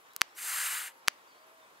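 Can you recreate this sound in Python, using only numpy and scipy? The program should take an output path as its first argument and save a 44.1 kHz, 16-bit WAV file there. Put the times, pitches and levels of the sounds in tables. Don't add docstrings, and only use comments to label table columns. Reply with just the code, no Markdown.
import sys
import numpy as np
from scipy import signal
from scipy.fft import rfft, irfft
from scipy.io import wavfile
from scipy.ndimage import uniform_filter1d

SR = 44100
rng = np.random.default_rng(int(sys.argv[2]) if len(sys.argv) > 2 else 0)


def invert_db(level):
    return 10 ** (np.asarray(level, dtype=float) / 20)


def pcm_store(signal):
    levels = np.round(np.clip(np.atleast_2d(signal), -1, 1) * 32767)
    wavfile.write(sys.argv[1], SR, levels.astype(np.int16).T)


N = 79380
EDGE_HZ = 15760


def evened(x):
    return x / np.sqrt(np.mean(x ** 2) + 1e-20)


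def read(points, hz):
    f, value = np.transpose(points)
    return np.interp(np.log(hz + 1), np.log(f + 1), value)


def add(mix, s, sound):
    part = mix[round(s * SR):][:len(sound)]
    part += sound[:len(part)]


def coloured(x, gain):
    hz = np.fft.rfftfreq(x.shape[-1], 1 / SR)
    return irfft(rfft(x) * gain(hz), x.shape[-1])


def bell(hz, centre_hz, width_hz):
    return 1 / (1 + (2 * (hz - centre_hz) / width_hz) ** 2)


def field(patch_db, flicker_db):
    frames = N // 128 + 5
    a, b, c, d, patches = rng.standard_normal((frames, 257, 5)).T
    patches = uniform_filter1d(patches, 6, 0)
    patches = evened(uniform_filter1d(patches, 16, 1))
    flicker = evened(uniform_filter1d(rng.standard_normal(frames), 5))
    return a + 1j * b, c + 1j * d, invert_db(patch_db * patches + flicker_db * flicker)


def sound_of(z):
    x = signal.istft(z, nperseg=512, noverlap=384)[1][..., :N]
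    return coloured(x, lambda hz: hz < EDGE_HZ)


def wood():
    # frequency in Hz, level in dB.
    wash = [(40, -29), (150, -22.5), (400, -6.5), (760, -6.5), (1500, -6), (4500, -18), (5900, -20),
            (16000, -25)]
    # centre in Hz, width in Hz, lift in dB.
    hollow = (1060, 260, 6)
    # frequency in Hz, correlation from -1 to 1.
    likeness = [(60, .98), (250, 0.97), (600, 0.34), (1600, .6), (5000, 0.27), (15000, 0.17)]
    # frequency in Hz, left over right in dB.
    balance = [(60, -0.32), (240, -1.4), (950, 0.23), (3770, 0.77), (15000, 1.0)]
    left_lag_s = 0.00026
    hz = np.fft.rfftfreq(512, 1 / SR)
    left, other, drift = field(patch_db=1.0, flicker_db=0.44)
    same = np.clip(read(likeness, hz), -1, 1)[:, None]
    tilt = invert_db(read(balance, hz) / 2)[:, None]
    turn = np.exp(2j * np.pi * hz * left_lag_s)[:, None]
    right = same * left * turn + np.sqrt(1 - same ** 2) * other
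    hollow_hz, width_hz, lift_db = hollow
    colour = invert_db(read(wash, hz) + lift_db * bell(hz, hollow_hz, width_hz))[:, None]
    sides = np.array([left * tilt, right / tilt])
    return invert_db(-59) * evened(sound_of(sides * drift * colour))


def whistles(rows, width_hz, edge_s, rough):
    out = np.zeros(N)
    for s, length, db, hz0, hz1 in rows:
        t = np.arange(0, length, 1 / SR)
        pole = np.exp(-np.pi * width_hz / SR)
        noise = rng.standard_normal((len(t), 2)) @ [1, 1j]
        waver = 1 + rough * signal.lfilter([np.sqrt(1 - pole * pole)], [1, -pole], noise)
        phase = 2 * np.pi * np.cumsum(hz0 + (hz1 - hz0) * t / length) / SR
        tone = (waver * np.exp(1j * phase)).real
        fade = np.clip(np.minimum(t, length - t) / edge_s, 0, 1)
        add(out, s, invert_db(db) * tone * fade)
    return out


def insect():
    # start in seconds, length in seconds, level in dB, first and last pitch in Hz.
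    bursts = [
        (0.0, .048, -73, 11250, 11250),
        (.905, .05, -73, 11250, 11250),
        (.96, .055, -73, 11250, 11250),
        (1.458, .095, -73, 11250, 11250),
        (1.772, .04, -73, 11250, 11250),
    ]
    return whistles(bursts, width_hz=80, edge_s=.004, rough=.3)


def birds():
    # start in seconds, length in seconds, level in dB, first and last pitch in Hz.
    calls = [
        (.09, .06, -73, 3850, 3950),
        (.27, .06, -75, 5350, 5400),
        (.28, .04, -74, 4000, 4000),
        (1.27, .06, -72, 4700, 4600),
        (1.37, .08, -77, 4700, 4600),
        (1.31, .07, -74, 3300, 3200),
        (1.61, .05, -70, 3700, 3500),
        (1.3, .1, -76, 4400, 4450),
    ]
    return whistles(calls, width_hz=250, edge_s=.012, rough=.8)


def ring(modes, pitch=0.94, cut_hz=900):
    out = np.zeros(800)
    for hz, db, t60, delay in modes:
        t = np.maximum(np.arange(800) / SR - delay, 0)
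        out -= invert_db(db - 60 * t / t60) * np.sin(2 * np.pi * hz * pitch * t)
    band = signal.butter(2, [cut_hz, EDGE_HZ], "band", fs=SR, output="sos")
    return signal.sosfilt(band, out)


def bill_ticks():
    # start in seconds, level in dB.
    partings = [
        (.1351, -50),
        (.1393, -62),
        (.16385, -25),
    ]
    # frequency in Hz, level in dB, 60 dB decay in seconds, delay in seconds.
    tick_modes = [(14400, -6, 0.0015, 0.000083), (15500, 6, .002, 0.000082), (12300, -1, 0.0013, 0.000087),
                  (10700, -10, 0.0022, 0.00008), (6550, -12, 0.0023, 0.000039),
                  (4260, -4.5, 0.0032, 0.00018), (2820, -17, 0.0034, .0003), (1340, -18, 0.01, 0.00066),
                  (8200, -8, 0.0013, 0.000067)]
    out = np.zeros(N)
    for s, db in partings:
        add(out, s, invert_db(db) * ring(tick_modes))
    return out


def bill_snaps():
    # start in seconds, level in dB, lead of the tip tick in seconds, tip level in dB, pitch factor.
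    claps = [
        (.21669, 1, .00535, -18, 1.0),
        (1.08258, 1.5, .0055, -18.5, 1.0),
    ]
    # frequency in Hz, level in dB, 60 dB decay in seconds, delay in seconds.
    horn_modes = [(4540, -19.5, 0.0033, 0.00019), (6800, -11, 0.0022, 0.0002247),
                  (10800, -8.5, 0.0011, 0.0003174), (11300, -19, 0.0011, 0.000197),
                  (15100, -52, 0.0044, .0001), (2900, -30, 0.0032, 0.00032)]
    # frequency in Hz, level in dB, 60 dB decay in seconds, delay in seconds.
    tip_modes = [(4800, -4, .007, .0001), (6200, -6, .006, .0001), (2700, -9, .004, .0001),
                 (3700, -11, .004, .0001), (7700, -11, .005, .0001), (10800, -22, .007, .0003),
                 (14600, -23, .007, .0001), (1600, -21, .007, .0006)]
    pop_top_hz, pop_low_hz, pop_fall_s = 4700, 1050, .0002
    pop_t60, pop_rise_s = 0.0027, .00005
    push_db, push_s = -27, 0.00017
    out, t = np.zeros(N), np.arange(800) / SR
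    for s, db, ahead, tip_db, pitch in claps:
        hz = pop_low_hz * pitch + (pop_top_hz - pop_low_hz) * np.exp(-t / pop_fall_s)
        pop = -np.sin(2 * np.pi * np.cumsum(hz) / SR)
        pop *= (1 - np.exp(-t / pop_rise_s)) * invert_db(-60 * t / pop_t60)
        push = invert_db(push_db) * t / push_s * np.exp(1 - t / push_s)
        add(out, s, invert_db(db) * (pop - push + ring(horn_modes, pitch)))
        add(out, s - ahead, invert_db(tip_db) * ring(tip_modes))
    return out


def peaks(table, hz):
    power = sum(invert_db(db) ** 2 * bell(hz, f, width) ** 2.12 for f, width, db in table)
    return np.sqrt(power)


def hiss():
    # time in seconds, level in dB, throat share in dB.
    effort = [
        (0.335, -89, 33),
        (0.373, -47.5, -6),
        (0.385, -45, -4),
        (0.473, -37, -6),
        (0.599, -34.5, -3),
        (0.763, -37, -2),
        (0.879, -46, -1),
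        (0.913, -66.5, 12),
        (0.925, -71, 5),
    ]
    # frequency in Hz, width in Hz, level in dB.
    tongue_jet = [(4590, 1950, -5), (6500, 1660, -3.5), (7370, 450, 3), (8370, 990, 2), (9320, 940, 1),
                  (11080, 1930, 0.5), (13400, 1700, -4), (15200, 1000, -6.5)]
    # frequency in Hz, width in Hz, level in dB.
    throat_modes = [(1490, 950, 0.5), (1860, 1430, 4.5), (2837, 410, 2), (3470, 1600, -5)]
    # frequency in Hz, width in Hz, depth in dB.
    cavities = [(5650, 500, -4), (10000, 300, -7), (7000, 200, -2)]
    hz = np.fft.rfftfreq(512, 1 / SR)
    jet_air, throat_air, drift = field(patch_db=.9, flicker_db=.6)
    dips = invert_db(sum(db * bell(hz, f, width) for f, width, db in cavities))
    throat_cut = 1 / np.sqrt(1 + (867 / (hz + 1)) ** 6)
    jet_gain = peaks(tongue_jet, hz) * dips
    throat_gain = peaks(throat_modes, hz) * throat_cut * dips
    jet = evened(sound_of(jet_air * drift * jet_gain[:, None]))
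    throat = evened(sound_of(throat_air * drift * throat_gain[:, None]))
    s, level_db, share_db = np.transpose(effort)
    t = np.arange(N) / SR
    share = invert_db(np.interp(t, s, np.minimum(share_db, 4)))
    return invert_db(np.interp(t, s, level_db, -150, -150)) * (jet + throat * share)


def squeaks():
    # start in seconds, length in seconds, level in dB, first and last pitch in Hz.
    catches = [
        (.343, .035, -63, 5450, 6150),
        (.345, .03, -60, 11000, 12100),
    ]
    return whistles(catches, width_hz=150, edge_s=.01, rough=.35)


def coos():
    # start in seconds, length in seconds, level in dB, first and last pitch in Hz.
    low_calls = [
        (1.35, .165, -67, 600, 662),
        (1.49, .18, -66, 662, 630),
        (.865, .065, -58, 915, 925),
        (.92, .13, -68, 920, 920),
        (.9, .14, -69, 530, 530),
    ]
    return whistles(low_calls, width_hz=8, edge_s=.025, rough=.12)


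def ports(x, direct=0.63, lag=-1.1, scatter=0.66):
    # frequency in Hz, side level in dB.
    side_curve = [(100, -23), (400, -10), (800, 2), (1300, -5), (2300, -12), (4400, -16), (8000, -25.5),
                  (15000, -23)]
    t = np.arange(260) / SR
    smear = rng.standard_normal(260) * invert_db(-60 * t / .008)
    loose = signal.oaconvolve(x, smear / np.linalg.norm(smear))[:N]
    side = coloured(scatter * loose, lambda hz: invert_db(read(side_curve, hz)))
    side += coloured(x, lambda hz: direct * invert_db(read(side_curve, hz)) * np.exp(1j * lag))
    return np.array([x + side, x - side])


def trees(x):
    # frequency in Hz, 60 dB decay in seconds.
    decay = [(300, 0.13), (2000, 0.47), (6000, 0.26), (12000, 0.12)]
    # frequency in Hz, level in dB.
    tone = [(200, -10), (1500, 0.5), (7000, 5), (11000, -3.5)]
    taps = np.zeros((2, SR // 2))
    at = np.arange(200, SR // 2 - 20, 20) + rng.integers(0, 20, (2, (SR // 2 - 201) // 20))
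    np.put_along_axis(taps, at, rng.choice([-1., 1.], at.shape), 1)
    hz, t, z = signal.stft(taps, SR, nperseg=128)
    tail_db = read(tone, hz)[:, None] - 60 * t / read(decay, hz)[:, None]
    tail = signal.istft(z * invert_db(tail_db), SR, nperseg=128)[1]
    tail = invert_db(-33) * tail / np.linalg.norm(tail[0])
    return signal.fftconvolve(x[None], tail, axes=1)[:, :N]


def scene():
    chick = bill_ticks() + bill_snaps() + hiss() + squeaks()
    far = insect() + birds() + coos()
    return wood() + far * invert_db([[1.], [-1.]]) + ports(chick) + trees(chick)


def top_cut(x):
    return signal.sosfilt(signal.butter(12, 17090, fs=SR, output="sos"), x)


def record(dry):
    steep_top = signal.firwin(101, 16400, window=("kaiser", 8), fs=SR)
    mix = signal.oaconvolve(dry, steep_top[None], "same")
    return top_cut(mix)


dry = scene()
out = record(dry)
pcm_store(out)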